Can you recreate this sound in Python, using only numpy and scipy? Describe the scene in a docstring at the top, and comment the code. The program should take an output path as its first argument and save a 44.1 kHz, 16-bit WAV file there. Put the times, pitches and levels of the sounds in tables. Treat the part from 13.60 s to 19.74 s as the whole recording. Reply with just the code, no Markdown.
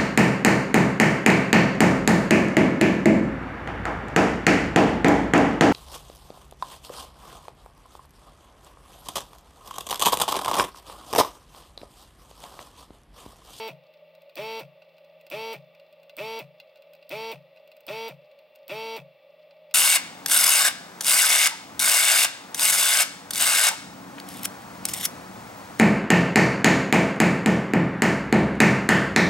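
"""A desoldering gun clears joints on a circuit board, close by on a workbench.
Each pull of the trigger clicks a switch; a small diaphragm pump spins up, rattles, whirs and sucks air,
then coasts to a stop. The pump is already running at the beginning. Starts and stops rock the housing.
In between, the nozzle ticks and scratches on the pins (struck board modes and bursts of noise),
over a faint hollow hum of coloured noise and a wavering tone."""
import sys
import numpy as np
from scipy import signal
from scipy.fft import rfft, irfft
from scipy.io import wavfile

SR = 44100
rng = np.random.default_rng(int(sys.argv[2]) if len(sys.argv) > 2 else 0)


def store_wav(level_fs):
    """Save 16-bit WAV to argv[1]."""
    pcm = np.round(np.clip(np.atleast_2d(level_fs), -1, 1) * 32767)
    wavfile.write(sys.argv[1], SR, pcm.T.astype(np.int16))


N = 270774
TIME = np.arange(N) / SR   # seconds
BINS = np.maximum(np.arange(N // 2 + 1) * SR / N, 1)   # Hz
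CUTOFF_HZ = 16000


def from_db(db):
    """Turn decibels into a gain."""
    return 10 ** (np.asarray(db) / 20)


def rms_one(x):
    """Scale a sound to an average strength (rms) of 1."""
    return x / np.sqrt(np.mean(x ** 2) + 1e-20)


def at_hz(points, hz):
    """Read a curve between its points, on a log-frequency axis."""
    f, value = np.transpose(points)
    return np.interp(np.log(hz), np.log(f), value)


def lift(resonances, hz):
    """Rise in dB that a set of resonances gives at a frequency."""
    return sum(db / (1 + (2 * (hz - centre) / width) ** 2) for centre, width, db in resonances)


def drift(rate):
    """Random wander: straight lines between random points of spread 1, 'rate' points a second."""
    points = rng.standard_normal(4096)
    return np.interp(TIME * rate, np.arange(len(points)), points)


# How alike left and right are. Each row: frequency in Hz, likeness from 0 to 1.
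LIKENESS = [(40, 0.7), (150, 0), (500, 1), (2500, 0.95), (5000, 0.91), (8000, 0.86), (14000, 0.93)]
# Balance of the two sides. Each row: frequency in Hz, left minus right in dB.
LEAN = [(150, 0), (550, -1.15), (4500, 0.3), (8000, 0.5), (13000, -4.5)]


def noise(shape_db):
    """Coloured stereo noise of rms 1: the sides share a middle part and differ by a side part."""
    mid, side = rfft(rng.standard_normal((2, N))) * from_db(shape_db)
    alike = np.clip(at_hz(LIKENESS, BINS), 0, 1)
    signs = np.array([[1], [-1]])   # left, right
    stereo = np.sqrt(1 + alike) * mid + np.sqrt(1 - alike) * side * signs
    balance = from_db(signs * at_hz(LEAN, BINS) / 2)
    return rms_one(irfft(stereo * balance, N))


def clicks(times, heights):
    """Blows one sample long."""
    out = np.zeros(N)
    at = np.clip((np.asarray(times) * SR).astype(int), 0, N - 1)
    np.add.at(out, at, heights)
    return out


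def ring(force, hz, t60):
    """A unit blow sets off a cosine of height 1 that falls 60 dB in t60 seconds."""
    r, w = from_db(-60 / (t60 * SR)), 2 * np.pi * hz / SR
    return signal.lfilter([.5, 0, -.5], [1, -2 * r * np.cos(w), r * r], force + 1e-18)


def strike(times, level_db, modes, spread_db, contact_hz):
    """Each blow excites every mode with a strength of its own; a soft contact dulls the top."""
    chance = spread_db * rng.standard_normal((len(times), len(modes)))
    rings = np.zeros(N)
    for k, (hz, db, t60) in enumerate(modes):
        blows = clicks(times, from_db(level_db + db + chance[:, k]))
        rings += (-1) ** k * ring(blows, hz, t60)   # neighbouring modes start in opposite directions
    soften = signal.butter(2, min(contact_hz, CUTOFF_HZ), fs=SR, output="sos")
    return signal.sosfilt(soften, rings)


def fade(force, t60):
    """Envelope that jumps at each blow and falls 60 dB in t60 seconds."""
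    return signal.lfilter([1], [1, -from_db(-60 / (t60 * SR))], force + 1e-18)


def pan(x, left_db):
    """Lean a sound to one side: left minus right in dB."""
    return x * from_db(np.array([[left_db], [-left_db]]) / 2)


def room(x, wet_db, t60):
    """Short diffuse reflections of bench and walls, made of fading noise."""
    t = TIME[:SR // 2]
    tail = rng.standard_normal((2, len(t))) * from_db(-60 * t / t60) * (t > .003)
    tail /= np.sqrt(np.sum(tail ** 2, axis=1, keepdims=True))
    return from_db(wet_db) * signal.fftconvolve(x, tail, axes=1)[:, :N]


# Broad background hiss. Each row: frequency in Hz, relative level per Hz in dB.
HISS = [(30, -39), (80, -14), (140, -4.5), (300, -5), (500, 2.5), (1000, -6), (1650, -10.5), (2300, 0),
        (3300, -6.5), (4800, -11.5), (6500, -31.5), (11000, -30), (13500, -19.5), (15800, -14.5)]
# Resonances that make it hollow. Each row: centre in Hz, width in Hz, lift in dB.
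HOLLOW = [(166, 21, 7.6), (553, 78, 18.26), (619.1, 76.6, 21.37), (813, 64, 10.1), (881, 13, 14.2),
          (1177, 133, 10.5), (1940, 85, 7.9), (2296, 93, 4.9), (2702, 174, 10.8), (3470, 230, 8.8),
          (4060, 60, 7.9)]


def hollow_hum(level_db):
    """Steady noise sounds hollow where resonances lift narrow bands of it."""
    return from_db(level_db) * noise(at_hz(HISS, BINS) + lift(HOLLOW, BINS))


def idle_tone(hz, level_db, waver_db):
    """The housing hums faintly near its upper mount resonance: a sine of wavering level."""
    return from_db(level_db + waver_db * drift(7)) * np.sin(2 * np.pi * hz * TIME)


# Colour of the tip scraping on solder. Each row: frequency in Hz, relative level per Hz in dB.
SCRAPE = [(100, -21), (700, 6), (1600, -17), (2600, 0), (4700, 4.5), (6500, -19), (11000, -25)]


def fidget(per_s, level_db, t60):
    """The tip creeps on the solder: faint noise bursts at random moments."""
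    heights = (rng.random(N) < per_s / SR) * from_db(level_db) * rng.uniform(0.61, 1, N)
    return fade(heights, t60) * noise(at_hz(SCRAPE, BINS))


# Before each pull the tip is worked onto its pin in a run of light taps.
SEAT_FROM_S, SEAT_UNTIL_S = 0.42, 0.036   # the run starts and ends this long before the pull
TAP_DB, TAP_SPREAD_DB = -47.5, 1.5   # strength before the nozzle's own settings, and its random spread
TAP_EDGE_FIRST_DB, TAP_EDGE_LAST_DB = -23, -7   # bright edge: the taps sharpen as the tip seats


def seating_taps(count):
    """An uneven run of taps leads up to each pull: rows of start in s, strength in dB, bright edge in dB."""
    on = np.array([[pull[0]] for pull in PULLS if pull[0] > 0])
    progress = (np.arange(count) + rng.random((len(on), count))) / count
    s = on - SEAT_FROM_S + progress * (SEAT_FROM_S - SEAT_UNTIL_S)
    db = TAP_DB + TAP_SPREAD_DB * rng.standard_normal(s.shape)
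    edge_db = TAP_EDGE_FIRST_DB + progress * (TAP_EDGE_LAST_DB - TAP_EDGE_FIRST_DB)
    return np.column_stack([s.ravel(), db.ravel(), edge_db.ravel()])


# Firm touches of the nozzle on pins and board.
# Each row: start in seconds, strength in dB, bright edge relative to it in dB (both offset in nozzle).
TOUCHES = [(0.6953, -44, -19), (1.2196, -41, -29), (1.6663, -39, -13.5), (2.1978, -44.5, -23),
           (2.4957, -36.5, -21), (3.0002, -33.5, -22.5), (3.1575, -44, -19), (3.3343, -42.5, -12.5),
           (3.4263, -43, -26), (3.9716, -43, -33), (4.1164, -41, -16), (4.1669, -46, -9.5),
           (4.9582, -47, -9.5), (5.909, -44, -32), (6.1108, -39, -20)]
# Ringing modes of the board. Each row: frequency in Hz, relative level in dB, time to fall 60 dB in seconds.
BOARD = [(792, -8, 0.045), (1480, -8.5, 0.065), (2070, -9, 0.097), (2520, 4, 0.039), (2763, 4, 0.045),
         (2880, -17, 0.019), (3470, -1.5, 0.023), (3750, -31, .025), (4000, -5, 0.077), (4730, -12, 0.032),
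         (5800, -26, 0.019), (6370, -32, 0.016)]
# Colour of a touch's bright edge. Each row: frequency in Hz, relative level per Hz in dB.
EDGE = [(3000, -20), (6000, 0), (8700, 5.5), (11000, -7), (13000, 11), (16000, 11.5)]


def nozzle(ring_db, edge_db, edge_t60, scrape_db, scrape_t60):
    """The tip hits a pin with a bright edge, scrapes for a moment, and the board rings."""
    s, db, bright_db = np.vstack([TOUCHES, seating_taps(count=3)]).T
    scrape = fade(clicks(s, from_db(db + scrape_db)), scrape_t60) * noise(at_hz(SCRAPE, BINS))
    board = strike(s, db + ring_db, BOARD, spread_db=2.5, contact_hz=7150)
    edge = fade(clicks(s, from_db(db + bright_db + edge_db)), edge_t60) * noise(at_hz(EDGE, BINS))
    return board + scrape + edge


# Colour of the switch's snap. Each row: frequency in Hz, relative level per Hz in dB.
SNAP = [(500, -34), (2000, -11), (3300, -4.5), (4800, -2), (6500, -22), (8300, -4), (10300, -16.5),
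        (12400, 0), (13800, -5), (15500, 4)]
PRESS_DB, RELEASE_DB = -21.5, -23.5   # force of the snap at each end of a pull
BOUNCE_S, BOUNCE_DB = 0.0086, -30   # the released trigger springs back and hits its stop


def switch(snap_t60, rise_t60, tail_db, tail_t60):
    """At each press and release the trigger's contact snaps over: a brief, dry, bright burst of noise."""
    on, off = np.transpose(PULLS)[:2]
    force = clicks(on[on > 0], from_db(PRESS_DB)) + clicks(off, from_db(RELEASE_DB))
    force += clicks(off + BOUNCE_S, from_db(BOUNCE_DB))
    chatter = fade(force, snap_t60) - fade(force, rise_t60)
    chatter += from_db(tail_db) * fade(force, tail_t60)
    return chatter * noise(at_hz(SNAP, BINS))


# The housing on its mounts. Each row: frequency in Hz, relative level in dB, time to fall 60 dB in seconds.
MOUNTS = [(141, 0, .27), (167, -6, .36)]


def rocking(start_db, stop_db, start_lag_s, stop_lag_s, push_s):
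    """The rotor's reaction pushes the housing at each start and stop, and it booms on its mounts."""
    on, off = np.transpose(PULLS)[:2]
    force = clicks(on[1:] + start_lag_s, from_db(start_db)) + clicks(off + stop_lag_s, from_db(stop_db))
    boom = np.zeros(N)
    for hz, db, t60 in MOUNTS:
        # taking away a shorter ring makes the boom build over a few cycles
        boom += from_db(db) * (ring(force, hz, t60) - ring(force, hz, push_s))
    # a small box radiates little deep bass
    return signal.sosfilt(signal.butter(6, 120, "high", fs=SR, output="sos"), boom)


# Trigger pulls. Each row: press in seconds, release in seconds, full shaft speed in turns per second.
PULLS = [(-0.165, 0.0783, 111.7), (0.7553, 0.9947, 112.5), (1.7006, 1.9316, 113.1), (2.5667, 2.7907, 113.1),
         (3.4931, 3.7166, 112.95), (4.2663, 4.4813, 113.7), (5.0800, 5.3648, 112.65)]
SETTLE_S, SETTLE_SHARE = .046, .17   # the slow last part of the spin-up


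def motor(spin_up_s=.0152, brake_s=.026, grip_s=0.015, release_s=0.015, shake_s=0.053, vacuum_s=0.059):
    """Shaft speed in turns per second; running, pumping effort, vacuum and linkage shake as shares."""
    speed, running, effort, vacuum, shake = np.zeros((5, N))
    for on, off, full_hz in PULLS:
        run, coast = np.maximum(TIME - on, 0), np.maximum(TIME - off, 0)
        # the rotor gathers speed fast and creeps to its top; after release the vacuum brakes it
        now = 1 - (1 - SETTLE_SHARE) * np.exp(-run / spin_up_s) - SETTLE_SHARE * np.exp(-run / SETTLE_S)
        now *= (coast < .1) / (1 + (coast / brake_s) ** 2)
        grip = 1 - np.exp(-(run / grip_s) ** 2)
        speed += full_hz * now
        running += (1 - np.exp(-run / 0.013)) * np.exp(-coast / 0.017)
        effort += grip * now ** 0.68 * np.exp(-coast / release_s)
        vacuum += (1 - np.exp(-(run / vacuum_s) ** 2)) * (now > 0)
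        # the linkage is shaken while the speed is changing
        shake += (1 - np.exp(-(run / 0.014) ** 4)) * np.exp(-run / shake_s)
        shake += 0.82 * (1 - np.exp(-coast / 0.0096)) * np.exp(-coast / 0.02)
    return speed, running, effort, vacuum, shake


# Air through valves and nozzle. Each row: frequency in Hz, relative level per Hz in dB.
AIR = [(60, -27), (130, -19), (260, -0.5), (1200, 3), (1600, -7.5), (2500, 9.5), (4500, -1), (5100, -3.5),
       (6800, -13), (9000, -8), (11000, -15.5), (13000, -6), (15500, -6)]


def suction(running, turns, shake, vacuum, level_db, puff_depth, rush, seal_db):
    """Air hisses in two puffs a turn, with an extra rush at speed changes and a lift under vacuum."""
    puffs = 1 + puff_depth * np.cos(4 * np.pi * turns)
    flow = from_db(level_db + seal_db * vacuum) * (running + rush * shake)
    return flow * puffs * noise(at_hz(AIR, BINS))


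# Modes struck by the loose linkage.
# Each row: frequency in Hz, relative level in dB, time to fall 60 dB in seconds.
RATTLE = [(284, -5, 0.0082), (1120, -11.5, 0.02), (1386, -8.5, 0.023), (1861, -10.5, 0.033),
          (2020, -4, 0.011), (2346, 1, 0.022), (2608, 3.5, 0.019), (3200, -9, 0.0048), (3390, -3.5, 0.014),
          (4420, -38, 0.011), (4580, -12.5, 0.011), (5840, -15, 0.024)]


def rattle(turns, shake, effort, knock_db, steady_db, rebound_s, rebound_db):
    """The linkage knocks twice a turn; while the speed changes it knocks hard and rebounds unevenly."""
    at = np.flatnonzero(np.diff(np.floor(2 * turns)) > 0)   # samples where the stroke reverses
    loose = from_db(knock_db) * shake[at]
    rebounds = at / SR + rebound_s * (.5 + rng.random(len(at)))
    times = np.r_[at / SR, rebounds]
    force = np.r_[loose + from_db(steady_db) * effort[at], from_db(rebound_db) * loose]
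    return strike(times, 20 * np.log10(force + 1e-9), RATTLE, spread_db=3.5, contact_hz=6060)


# Whir at full speed, two strokes a turn. Each row: multiple of the stroke rate, relative level in dB.
STROKE_ORDERS = [(1, -17), (2, 1), (3, -12.5), (4, -2), (5, -19), (6, -16.5), (7, -25.5), (8, -29.5),
                 (9, -19), (10, -9), (11, -20), (12, -10.5), (13, -20), (14, -13.5), (15, -13), (16, -49),
                 (17, -18.5), (18, -18), (19, -37), (20, -16.5), (21, -13), (22, -59), (23, -58), (24, -88),
                 (25, -18), (26, -33), (27, -35.5), (28, -41)]
# The two strokes differ, which adds weak lines in between. Each row: frequency in Hz, relative level in dB.
UNEVEN = [(112, -48), (340, -28), (800, -30), (1010, -27), (1400, -38), (2400, -26), (3300, -23),
          (4400, -34), (6200, -48)]
# Housing resonances that the orders sweep through. Each row: centre in Hz, width in Hz, lift in dB.
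HOUSING = [(309, 84, 9), (596.2, 158, 32.5), (888, 200, 19.5), (2300, 350, 9), (5000, 470, 3)]
# The valves slap shut crisply only under vacuum.
# Each row: frequency in Hz, change in dB while they are slack.
SLACK = [(340, -5.5), (450, -5.5), (680, 7.5), (900, -10.5), (1400, -13.5), (2500, -9.5), (4500, -29)]


def whir(speed, turns, effort, vacuum, level_db, flutter_db, scatter_hz):
    """Diaphragm pulses: multiples of the shaft speed that swell as they cross housing resonances."""
    full_hz = np.mean([pull[2] for pull in PULLS])
    orders = [(2 * k, db) for k, db in STROKE_ORDERS]
    orders += [(2 * k - 1, at_hz(UNEVEN, (2 * k - 1) * full_hz)) for k, _ in STROKE_ORDERS]
    out, live = np.zeros(N), effort > 1e-4
    for k, db in orders:
        high = min(k * full_hz / scatter_hz, 1)   # low orders keep in step, high ones scatter and flutter
        gain_db = db + lift(HOUSING, k * speed[live]) - lift(HOUSING, k * full_hz)
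        gain_db += flutter_db * high * drift(70)[live]
        gain_db += at_hz(SLACK, k * full_hz) * (1 - vacuum[live])
        phase = 2 * np.pi * k * turns[live] + high * rng.uniform(-np.pi, np.pi)
        out[live] -= from_db(gain_db) * np.cos(phase)
    return from_db(level_db) * effort * out


def scene():
    """Pump, trigger and nozzle over the idle hum."""
    hum = hollow_hum(level_db=-54.0)
    tone = idle_tone(hz=165.3, level_db=-75.0, waver_db=5.5)
    ticks = nozzle(ring_db=-15.5, edge_db=4.0, edge_t60=0.025, scrape_db=-15.0, scrape_t60=0.053)
    ticks += fidget(per_s=11.0, level_db=-64.0, t60=0.038)
    trigger = switch(snap_t60=0.0059, rise_t60=0.0032, tail_db=-21.5, tail_t60=0.048)
    boom = rocking(start_db=-42.5, stop_db=-41.0, start_lag_s=0.0321, stop_lag_s=0.023, push_s=0.036)

    speed, running, effort, vacuum, shake = motor()
    turns = np.cumsum(speed) / SR
    air = suction(running, turns, shake, vacuum, level_db=-50.5, puff_depth=0.2, rush=1.6, seal_db=2.5)
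    pump = rattle(turns, shake, effort, knock_db=-32.5, steady_db=-64.0, rebound_s=.003, rebound_db=-9.0)
    pump += whir(speed, turns, effort, vacuum, level_db=-35.5, flutter_db=0.5, scatter_hz=2820)

    gun = pan(pump + ticks, left_db=0.0) + pan(air, left_db=1.5)
    gun += pan(boom, left_db=4.5) + pan(trigger, left_db=-1.0)
    background = pan(hum, left_db=1.0) + pan(tone, left_db=5.5)
    return gun + room(gun, wet_db=-22.5, t60=0.22) + background


def record(dry):
    """Cut the top steeply above the cutoff."""
    return signal.sosfilt(signal.ellip(12, .1, 80, CUTOFF_HZ, fs=SR, output="sos"), dry)


dry = scene()
out = record(dry)
store_wav(out)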